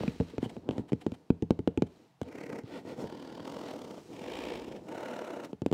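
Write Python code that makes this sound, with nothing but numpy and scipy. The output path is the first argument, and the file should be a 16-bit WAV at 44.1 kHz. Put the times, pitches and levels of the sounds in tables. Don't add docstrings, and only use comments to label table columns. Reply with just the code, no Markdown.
import sys
import numpy as np
from scipy import signal
from scipy.fft import rfft, irfft
from scipy.io import wavfile
from scipy.ndimage import uniform_filter1d

SR = 44100
rng = np.random.default_rng(int(sys.argv[2]) if len(sys.argv) > 2 else 0)


def bounce(signal):
    frames = np.transpose(np.atleast_2d(signal))
    limited = np.clip(frames, -1, 1)
    pcm = np.round(limited * 32767).astype(np.int16)
    wavfile.write(sys.argv[1], SR, pcm)


N = 252974
TIME = np.arange(N) / SR

# start_s, thump_peak_db, lid_pitch_hz, damping_octaves (width of the lid's resonance),
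# click_db, click_brightness_hz (low-pass corner)
TAPS = [(.0065, -24.5, 326, 1.3, -43, 4000), (0.035, -21.5, 405, 1.38, -25, 4000),
        (.079, -20.5, 186, 1.13, -27, 4000), (0.2007, -18.5, 200, 0.77, -24.5, 3500),
        (0.2089, -21.5, 350, 0.76, -27, 2500), (0.336, -42, 270, 0.88, -53, 3020),
        (0.3816, -21.5, 336, 1.33, -20.5, 1980), (0.4288, -21, 250, 1.26, -34, 6000),
        (0.4598, -28.5, 298, 1.16, -44, 6000), (0.5664, -28, 348, 0.99, -35, 2520),
        (0.6899, -17.5, 280, 1.5, -22, 2960), (0.71, -26.5, 302, 1.4, -26, 3000),
        (.781, -25.5, 380, 1.16, -24, 4030), (.794, -32, 290, 0.73, -53, 2980),
        (0.9207, -21.5, 310, 1.07, -28, 2500), (0.9311, -22.5, 338, 0.72, -24.5, 5000),
        (1.0653, -14, 237, 1.23, -25.5, 3960), (1.1197, -30.5, 392, 1.1, -31, 6000),
        (1.3036, -12, 223, 1.29, -20, 1960), (1.4235, -19, 286, 0.49, -27.5, 7140),
        (1.507, -8.5, 232, 1.36, -15.5, 2950), (1.5912, -25.5, 310, 0.62, -30.5, 5040),
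        (1.6755, -11, 243.4, 1.3, -17.5, 2950), (1.7752, -19, 290, 0.57, -22.5, 7100),
        (1.822, -11, 266, 1.24, -16.5, 2920), (2.2154, -23.5, 374, 1.38, -23, 7000),
        (2.636, -43, 220, 0.72, -41, 7000), (3.0418, -23.5, 239, 1.53, -33, 2000),
        (3.3978, -32, 370, 2.2, -55, 3020), (5.531, -29, 313, 1.42, -33.5, 5060),
        (5.6192, -22.5, 290, 0.85, -30.5, 8150), (5.6624, -15.5, 247, 1.8, -23.5, 11900),
        (5.7147, -20.5, 266, 1.36, -24.5, 9000), (5.7268, -12, 230, 1.7, -22, 14000)]
# mode_hz, relative_level_db, t60_s
BOX_MODES = [(58.7, -32, 0.41), (86, -9, 0.19), (118.8, 7, 0.065), (167.6, -8.5, 0.22), (208.3, 8.5, 0.061),
             (256.2, 8, 0.058), (283.7, -18.5, 0.29), (326, -13, 0.054), (400, -12.5, 0.055),
             (451, 1.5, 0.068), (500, -13.5, 0.096), (632, -29, 0.11), (735, -24, 0.075), (866, -13, 0.047)]
# frequency_hz, relative_level_db
NAIL_COLOUR = [(300, -11.5), (800, -9.5), (1450, 7.5), (1700, 1), (2100, 2), (2400, 4), (3100, 3),
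               (4000, -4.5), (5300, -8), (7200, -7), (10000, -18), (15000, -16.5)]

# board_db, rasp_db, hiss_db
SCRATCHES = [(2.284, 2.43, 2.499, 21.7, 38.4, 4.2, 0, -43.5, -54, -66),
             (2.498, 2.544, 2.593, 30.6, 34.4, 4.5, 0, -39.5, -54, -64.5),
             (2.68, 2.77, 2.815, 12.8, 29.7, .2, .3, -42, -53.4, -65.5),
             (2.853, 2.901, 2.947, 15.8, 29.5, .2, .5, -40.5, -54, -64.5),
             (2.98, 3.006, 3.06, 21.9, 28.5, .2, .6, -38, -56, -62.5),
             (3.074, 3.128, 3.454, 38.9, 39.9, 3.5, 1, -45, -58.5, -69.5),
             (3.451, 3.468, 3.995, 26.1, 44.1, 3.9, 3, -41.5, -53.3, -63.3),
             (4.133, 4.447, 4.679, 28.3, 61.7, 3.2, 6, -38.7, -48.6, -60.5),
             (4.682, 4.707, 4.778, 22.9, 25, 3, 0, -42, -59, -67.5),
             (4.887, 5.041, 5.46, 26.8, 38.6, 3.1, 8, -39, -50, -62.4)]
# from_s, panel_hz, panel_boost_db,
# rasp colour as pairs of frequency_hz, relative_level_db
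STROKES = [(2.201, 475, 7, [(650, -31), (1100, 1.5), (1200, -24), (1230, 5.5), (1300, -1.5), (1610, 0.5),
           (1740, -5), (1920, 4), (2300, 1), (3660, -17.5), (4450, -15), (4840, -18), (5800, -26),
           (7540, -53), (12800, -120)]), (2.63, 510, 2.5, [(650, -29), (1100, 2), (1210, -4), (1460, 5.5),
           (1600, -6), (1680, -14), (1830, 4), (1930, 3), (2140, -1.5), (3230, -4.5), (3470, -3),
           (3870, -11), (4240, -6), (4640, -11.5), (5800, -14), (7540, -56), (12800, -120)]),
           (3.05, 940, 2, [(650, -22), (1100, 5), (1260, -22), (1390, 3), (1570, -1), (1740, 0),
           (2030, -4.5), (2380, -5), (2530, -9), (3040, -1.5), (4240, -9), (4740, -3.5), (5800, -20),
           (7540, -39), (12800, -120)]), (3.46, 600, 4.5, [(650, -13), (1100, 0), (1320, -2), (1680, -12),
           (1770, -13), (2000, -6.5), (2220, -9.5), (2550, -14), (2950, -7), (3390, -10), (3960, -16.5),
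           (4640, -14), (5800, -24), (7540, -49), (12800, -120)]), (4.08, 515, 3.5, [(650, -54), (1100, 4),
           (1280, -7), (1510, -8), (1770, 1), (2090, -3), (2280, 3.5), (2760, -0.5), (3120, 1.5),
           (3720, -5), (4550, -11.5), (5340, -12), (5800, -16), (7540, -55), (12800, -120)]),
           (4.82, 615, 5.5, [(650, -17), (1100, -2), (1150, -4.5), (1430, 4.5), (1580, -3.5), (2070, -4.5),
           (2300, -6), (2480, -9), (2910, -4.5), (3210, -14.5), (3820, -13.5), (4300, -16), (4710, -23),
           (5230, -23), (5800, -29), (7540, -63), (12800, -120)])]
# frequency_hz, relative_level_db (per Hz)
BOARD_COLOUR = [(21, -49), (35, -38), (85, -13), (117, -8), (177, -4), (286, 3), (438, -4), (494, -0.5),
                (541, -8), (668, -9), (789, -13), (904, -8.5), (1120, -25), (1300, -24.5), (1690, -31.5),
                (2860, -120)]
# frequency_hz, relative_level_db (per Hz)
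HISS_COLOUR = [(3240, -24), (5500, 0.5), (8000, -5), (11300, -14.5), (13600, -13), (15600, -18)]

# centre_s, half_length_s, level_db
BRUSHES = [(0.302, 0.006, -55), (0.441, 0.022, -47.5), (0.499, 0.0058, -47), (0.726, 0.021, -58.5),
           (0.785, 0.029, -57), (0.893, 0.0099, -54), (1.018, 0.01, -51.5), (1.145, 0.0092, -54.5),
           (1.871, 0.0058, -57.5), (2.232, 0.003, -49.5), (5.684, 0.0053, -61)]
# centre_s, half_length_s, pitch_hz, level_db; the first is a brief 2240 Hz ring just after the tap
# at 0.079 s, the second a squeak as the nail catches on the tape
TONES = [(.0803, .002, 2240, -36), (.449, .015, 3120, -48)]
# frequency_hz, relative_level_db (per Hz)
TAPE_COLOUR = [(410, -60.5), (700, 6), (968, 1), (1210, -8), (2220, -8.5), (2630, -13), (3070, -5.5),
               (3370, -11.5), (6030, -22), (7620, -19.5), (15600, -37)]

# board_db, rasp_db, hiss_db
DRAGS = [(.01, 0.078, -38, -55, -61), (.11, .13, -54.5, -63, -62.5), (.3, 0.11, -50.5, -63.5, -65.5),
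         (.52, 0.078, -46.5, -67, -66), (.74, 0.097, -40.5, -71, -75), (1.08, 0.16, -53.5, -73, -72),
         (1.97, 0.12, -58, -72.5, -71.5), (2.27, 0.042, -45.5, -68, -72), (2.675, 0.033, -50, -63.5, -69),
         (3.02, 0.019, -48, -76, -57), (3.69, 0.038, -54, -55.5, -61), (4.06, 0.33, -51.5, -67.5, -62),
         (4.12, 0.02, -44.5, -85, -78), (4.85, 0.072, -45.5, -71.5, -67.5), (5.45, 0.0088, -45, -52, -50),
         (5.505, 0.022, -46.5, -74, -67)]
# frequency_hz, relative_level_db (per Hz)
DRAG_RASP_COLOUR = [(680, -50), (1150, 3.5), (1550, -2), (1960, -0.5), (3200, -1), (3510, -5.5),
                    (3840, -0.5), (5800, -14.5), (7540, -46), (12800, -120)]

# centre_s, half_length_s, rumble_db
LEANS = [(.1, 0.7, -62), (2.75, 0.23, -75), (3.4, 0.48, -77), (4.5, 0.29, -58.5)]
# frequency_hz, relative_level_db
ROOM_COLOUR = [(40, -4), (120, -5.5), (400, 0.5), (1000, 1), (4000, -0.5), (15000, 1.5)]
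# frequency_hz, relative_level_db (per Hz)
HUSH_COLOUR = [(30, -11.5), (60, -23), (140, 4), (420, -18.5), (800, -7), (1400, -18), (4300, -24.5),
               (9000, -33), (16000, -40)]

RING_DB, RING_DB_PER_THUMP_DB, MUTING_DB_PER_OCTAVE = -10.5, 0.69, 8.5
BOARD_POWER, RASP_POWER, HISS_POWER = 1.15, 1.94, 1.36
LIFT_S = 0.017
LIGHT_TILT_DB = -4
HUSH_DB, CUTOFF_HZ = -69, 15700


def thumps():
    out = np.zeros(N)
    for start_s, thump_db, pitch_hz, octaves, *_ in TAPS:
        ratio = 2 ** (max(octaves, .1) / 2)
        lid = signal.butter(2, [pitch_hz / ratio, pitch_hz * ratio], "band", fs=SR, output="sos")
        swing = signal.sosfilt(lid, signal.unit_impulse(SR // 10))
        add(out, start_s, -from_db(thump_db) * swing / np.abs(swing).max())
    return out


def box_ring(uneven_db=2.5, detune=0.014, build_s=0.00085):
    out = np.zeros(N)
    t = np.arange(SR // 2) / SR
    mode_hz, mode_db, t60_s = np.transpose(BOX_MODES)[:, :, None]
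    build_up = (1 - np.exp(-t / build_s)) ** 2
    chance = rng.standard_normal((len(TAPS), 3, len(BOX_MODES), 1))
    for (start_s, thump_db, _, octaves, *_), (strength, bend, lag) in zip(TAPS, chance):
        ring_db = RING_DB + RING_DB_PER_THUMP_DB * thump_db - MUTING_DB_PER_OCTAVE * octaves
        heights = from_db(ring_db + mode_db + uneven_db * strength - 60 * t / t60_s)
        bent_hz = mode_hz * (1 + detune * bend)
        modes = heights * np.sin(2 * np.pi * bent_hz * t + np.pi * lag)
        add(out, start_s, modes.sum(0) * build_up)
    return out


def nail_clicks(crunch=0.19, crunch_t60_s=0.01, rattle=0.0091, rattle_t60_s=0.086):
    out = np.zeros(N)
    t = np.arange(SR // 10) / SR
    fading = crunch * from_db(-60 * t / crunch_t60_s) + rattle * from_db(-60 * t / rattle_t60_s)
    crackles = rng.standard_normal((len(TAPS), len(t)))
    for (start_s, *_, click_db, bright_hz), crackle in zip(TAPS, crackles):
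        click = low_pass(crackle * fading - signal.unit_impulse(len(t)), bright_hz)
        add(out, start_s, from_db(click_db) * click)
    return colour(out, NAIL_COLOUR)


def scratching(knock=1.64, tick=1.3, panel_width_hz=130, board_db=0.1, rasp_db=0.17, hiss_db=-0.36):
    crossed, swing_db, tilt_db, gains = scratch_motion()
    shoves = grains(per_s=3000, spread_db=1.5) * flute_jolts(crossed, swing_db, share=0.83)
    shoves = rms_one(shoves + knock * flute_ticks(crossed, swing_db))
    snaps = grains(per_s=7000, spread_db=3.0) * flute_jolts(crossed, swing_db, share=1.2)
    snaps = rms_one(snaps + tick * flute_ticks(crossed, swing_db))
    drumming = colour(shoves, BOARD_COLOUR)
    stroke_now = np.searchsorted([stroke[0] for stroke in STROKES], TIME) - 1
    board, rasp = np.zeros((2, N))
    for k, (_, panel_hz, boost_db, rasp_colour) in enumerate(STROKES):
        panel = drumming + (from_db(boost_db) - 1) * resonance(drumming, panel_hz, panel_width_hz)
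        active = uniform_filter1d((stroke_now == k).astype(float), SR // 50)
        board += active * rms_one(panel)
        rasp += colour(active * snaps, rasp_colour)
    hiss = hand_echo(colour(snaps, HISS_COLOUR))
    return friction(gains, tilt_db, from_db(board_db) * board, from_db(rasp_db) * rasp,
                    from_db(hiss_db) * hiss)


def scratch_motion():
    crossed, swing_db, tilt_db = np.zeros((3, N))
    power = np.zeros((3, N))
    laws = np.array([[BOARD_POWER], [RASP_POWER], [HISS_POWER]])
    for start_s, fastest_s, end_s, slow, top, jolt_db, pressure_db, *layers_db in SCRATCHES:
        arch = np.sin(np.interp(TIME, [start_s, fastest_s, end_s], [0, np.pi / 2, np.pi]))
        speed = slow + (top - slow) * arch
        touching = np.exp(-np.abs(TIME - np.clip(TIME, start_s, end_s)) / LIFT_S)
        layer_gains = from_db(layers_db)[:, None] * touching * (speed / top) ** laws
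        power += layer_gains ** 2
        current = TIME >= start_s - LIFT_S / 2
        travelled = np.cumsum(speed) / SR
        crossed = np.where(current, travelled - np.interp(start_s, TIME, travelled), crossed)
        swing_db = np.where(current, jolt_db * touching, swing_db)
        pressed_db = LIGHT_TILT_DB + (pressure_db - LIGHT_TILT_DB) * touching * speed / top
        tilt_db = np.where(current, pressed_db, tilt_db)
    return crossed, swing_db, tilt_db, np.sqrt(power)


def flute_jolts(crossed, swing_db, share, peaked=0.3, steep=0.17):
    turn = 2 * np.pi * crossed
    ridge = np.cos(turn) + peaked * np.cos(2 * turn) + steep * (np.sin(2 * turn) + np.sin(3 * turn))
    heights = 1 + .17 * rng.standard_normal(int(crossed.max()) + 1)
    height_now = np.interp(crossed, np.arange(len(heights)), heights)
    surge = from_db(share * swing_db * ridge * height_now)
    return surge / np.sqrt(uniform_filter1d(surge ** 2, SR // 10))


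def flute_ticks(crossed, swing_db, uneven_db=3.0):
    ticks = np.zeros(N)
    crests = np.flatnonzero(np.diff(np.floor(crossed)) > 0)
    ticks[crests] = swing_db[crests] * from_db(uneven_db * rng.standard_normal(len(crests)))
    return ticks


def hand_echo(x, near_s=0.00037, far_s=0.00063, share=0.11):
    starts = [stroke[0] for stroke in STROKES] + [TIME[-1]]
    progress = np.interp(TIME, starts, np.arange(len(starts))) % 1
    lag_s = far_s + (near_s - far_s) * progress
    echo = np.interp(TIME - lag_s, TIME, x)
    return (x + share * echo) / np.sqrt(1 + share ** 2)


def brushes(squeak_width_hz=130):
    out = colour(swells(BRUSHES, 2) * grains(per_s=17000, spread_db=3.0), TAPE_COLOUR)
    for centre_s, half_s, pitch_hz, level_db in TONES:
        wander = np.cumsum(rng.standard_normal(N)) * np.sqrt(2 * np.pi * squeak_width_hz / SR)
        swell = from_db(level_db) * np.exp(-((TIME - centre_s) / half_s) ** 2)
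        out += swell * np.sin(2 * np.pi * pitch_hz * TIME + wander)
    return out


def sliding(board_db=-3.5, rasp_db=0.04, hiss_db=-7.0):
    snaps = grains(per_s=6400, spread_db=3.5)
    board = from_db(board_db) * colour(grains(per_s=3000, spread_db=4.5), BOARD_COLOUR)
    rasp = from_db(rasp_db) * colour(snaps, DRAG_RASP_COLOUR)
    hiss = from_db(hiss_db) * colour(snaps, HISS_COLOUR)
    gains = [swells(DRAGS, column) for column in (2, 3, 4)]
    return friction(gains, LIGHT_TILT_DB, board, rasp, hiss)


def friction(gains, tilt_db, board, rasp, hiss, pivot_hz=500):
    board_gain, rasp_gain, hiss_gain = gains
    lift = from_db(tilt_db)
    deep = low_pass(board, pivot_hz)
    tilted = deep / lift + (board - deep) * lift
    tilted = tilted / np.sqrt((lift ** 2 + 1 / lift ** 2) / 2)
    return tilted * board_gain + rasp * rasp_gain + hiss * hiss_gain


def grains(per_s, spread_db):
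    sizes = from_db(spread_db * np.minimum(rng.exponential(1, N), 4))
    signs = rng.choice([-1, 1], N)
    snapping = rng.random(N) < per_s / SR
    return rms_one(sizes * signs * snapping)


def lid_rumble(hz=58, width_hz=50):
    sway = resonance(resonance(rng.standard_normal(N), hz, width_hz), hz, width_hz)
    return swells(LEANS, 2) * rms_one(sway)


def room(x, t60_s=0.38, wet_db=-21, first_s=0.009):
    t = np.arange(SR) / SR
    tail = rng.standard_normal(SR) * from_db(-60 * t / t60_s) * (t > first_s)
    answer = signal.oaconvolve(x, tail / np.linalg.norm(tail))[:N]
    return from_db(wet_db) * colour(answer, ROOM_COLOUR)


def room_hush():
    return from_db(HUSH_DB) * colour(rng.standard_normal(N), HUSH_COLOUR)


def from_db(db):
    return 10 ** (np.asarray(db) / 20)


def rms_one(x):
    return x / np.sqrt(np.mean(x ** 2) + 1e-20)


def add(track, start_s, sound):
    start = int(np.clip(round(start_s * SR), 0, N - 1))
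    track[start:start + len(sound)] += sound[:N - start]


def swells(events, column):
    return sum(from_db(row[column]) * np.exp(-((TIME - row[0]) / row[1]) ** 2) for row in events)


def colour(x, spectrum, size=4096):
    hz, db = np.transpose(spectrum)
    grid_hz = np.maximum(np.arange(size // 2 + 1) * SR / size, 1)
    gain = from_db(np.interp(np.log(grid_hz), np.log(hz), db))
    cepstrum = irfft(np.log(gain))
    cepstrum[1:size // 2] *= 2
    cepstrum[size // 2 + 1:] = 0
    response = irfft(np.exp(rfft(cepstrum)))
    return signal.oaconvolve(x, response / np.linalg.norm(response))[:N]


def low_pass(x, hz, order=1):
    return signal.sosfilt(signal.butter(order, min(hz, SR / 2 - 1), fs=SR, output="sos"), x)


def resonance(x, hz, width_hz):
    r = np.exp(-np.pi * width_hz / SR)
    feed = (1 - r * r) / 2 * np.array([1, 0, -1])
    return signal.lfilter(feed, [1, -2 * r * np.cos(2 * np.pi * hz / SR), r * r], x)


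def scene():
    taps = thumps() + box_ring() + nail_clicks()
    rubbing = scratching() + brushes() + sliding()
    box = taps + rubbing + lid_rumble()
    return (box + room(box) + room_hush())[None]


def record(dry):
    lean = signal.sosfilt(signal.butter(3, 42, "high", fs=SR, output="sos"), dry)
    return signal.sosfilt(signal.ellip(10, .1, 80, CUTOFF_HZ, fs=SR, output="sos"), lean)


dry = scene()
out = record(dry)
bounce(out)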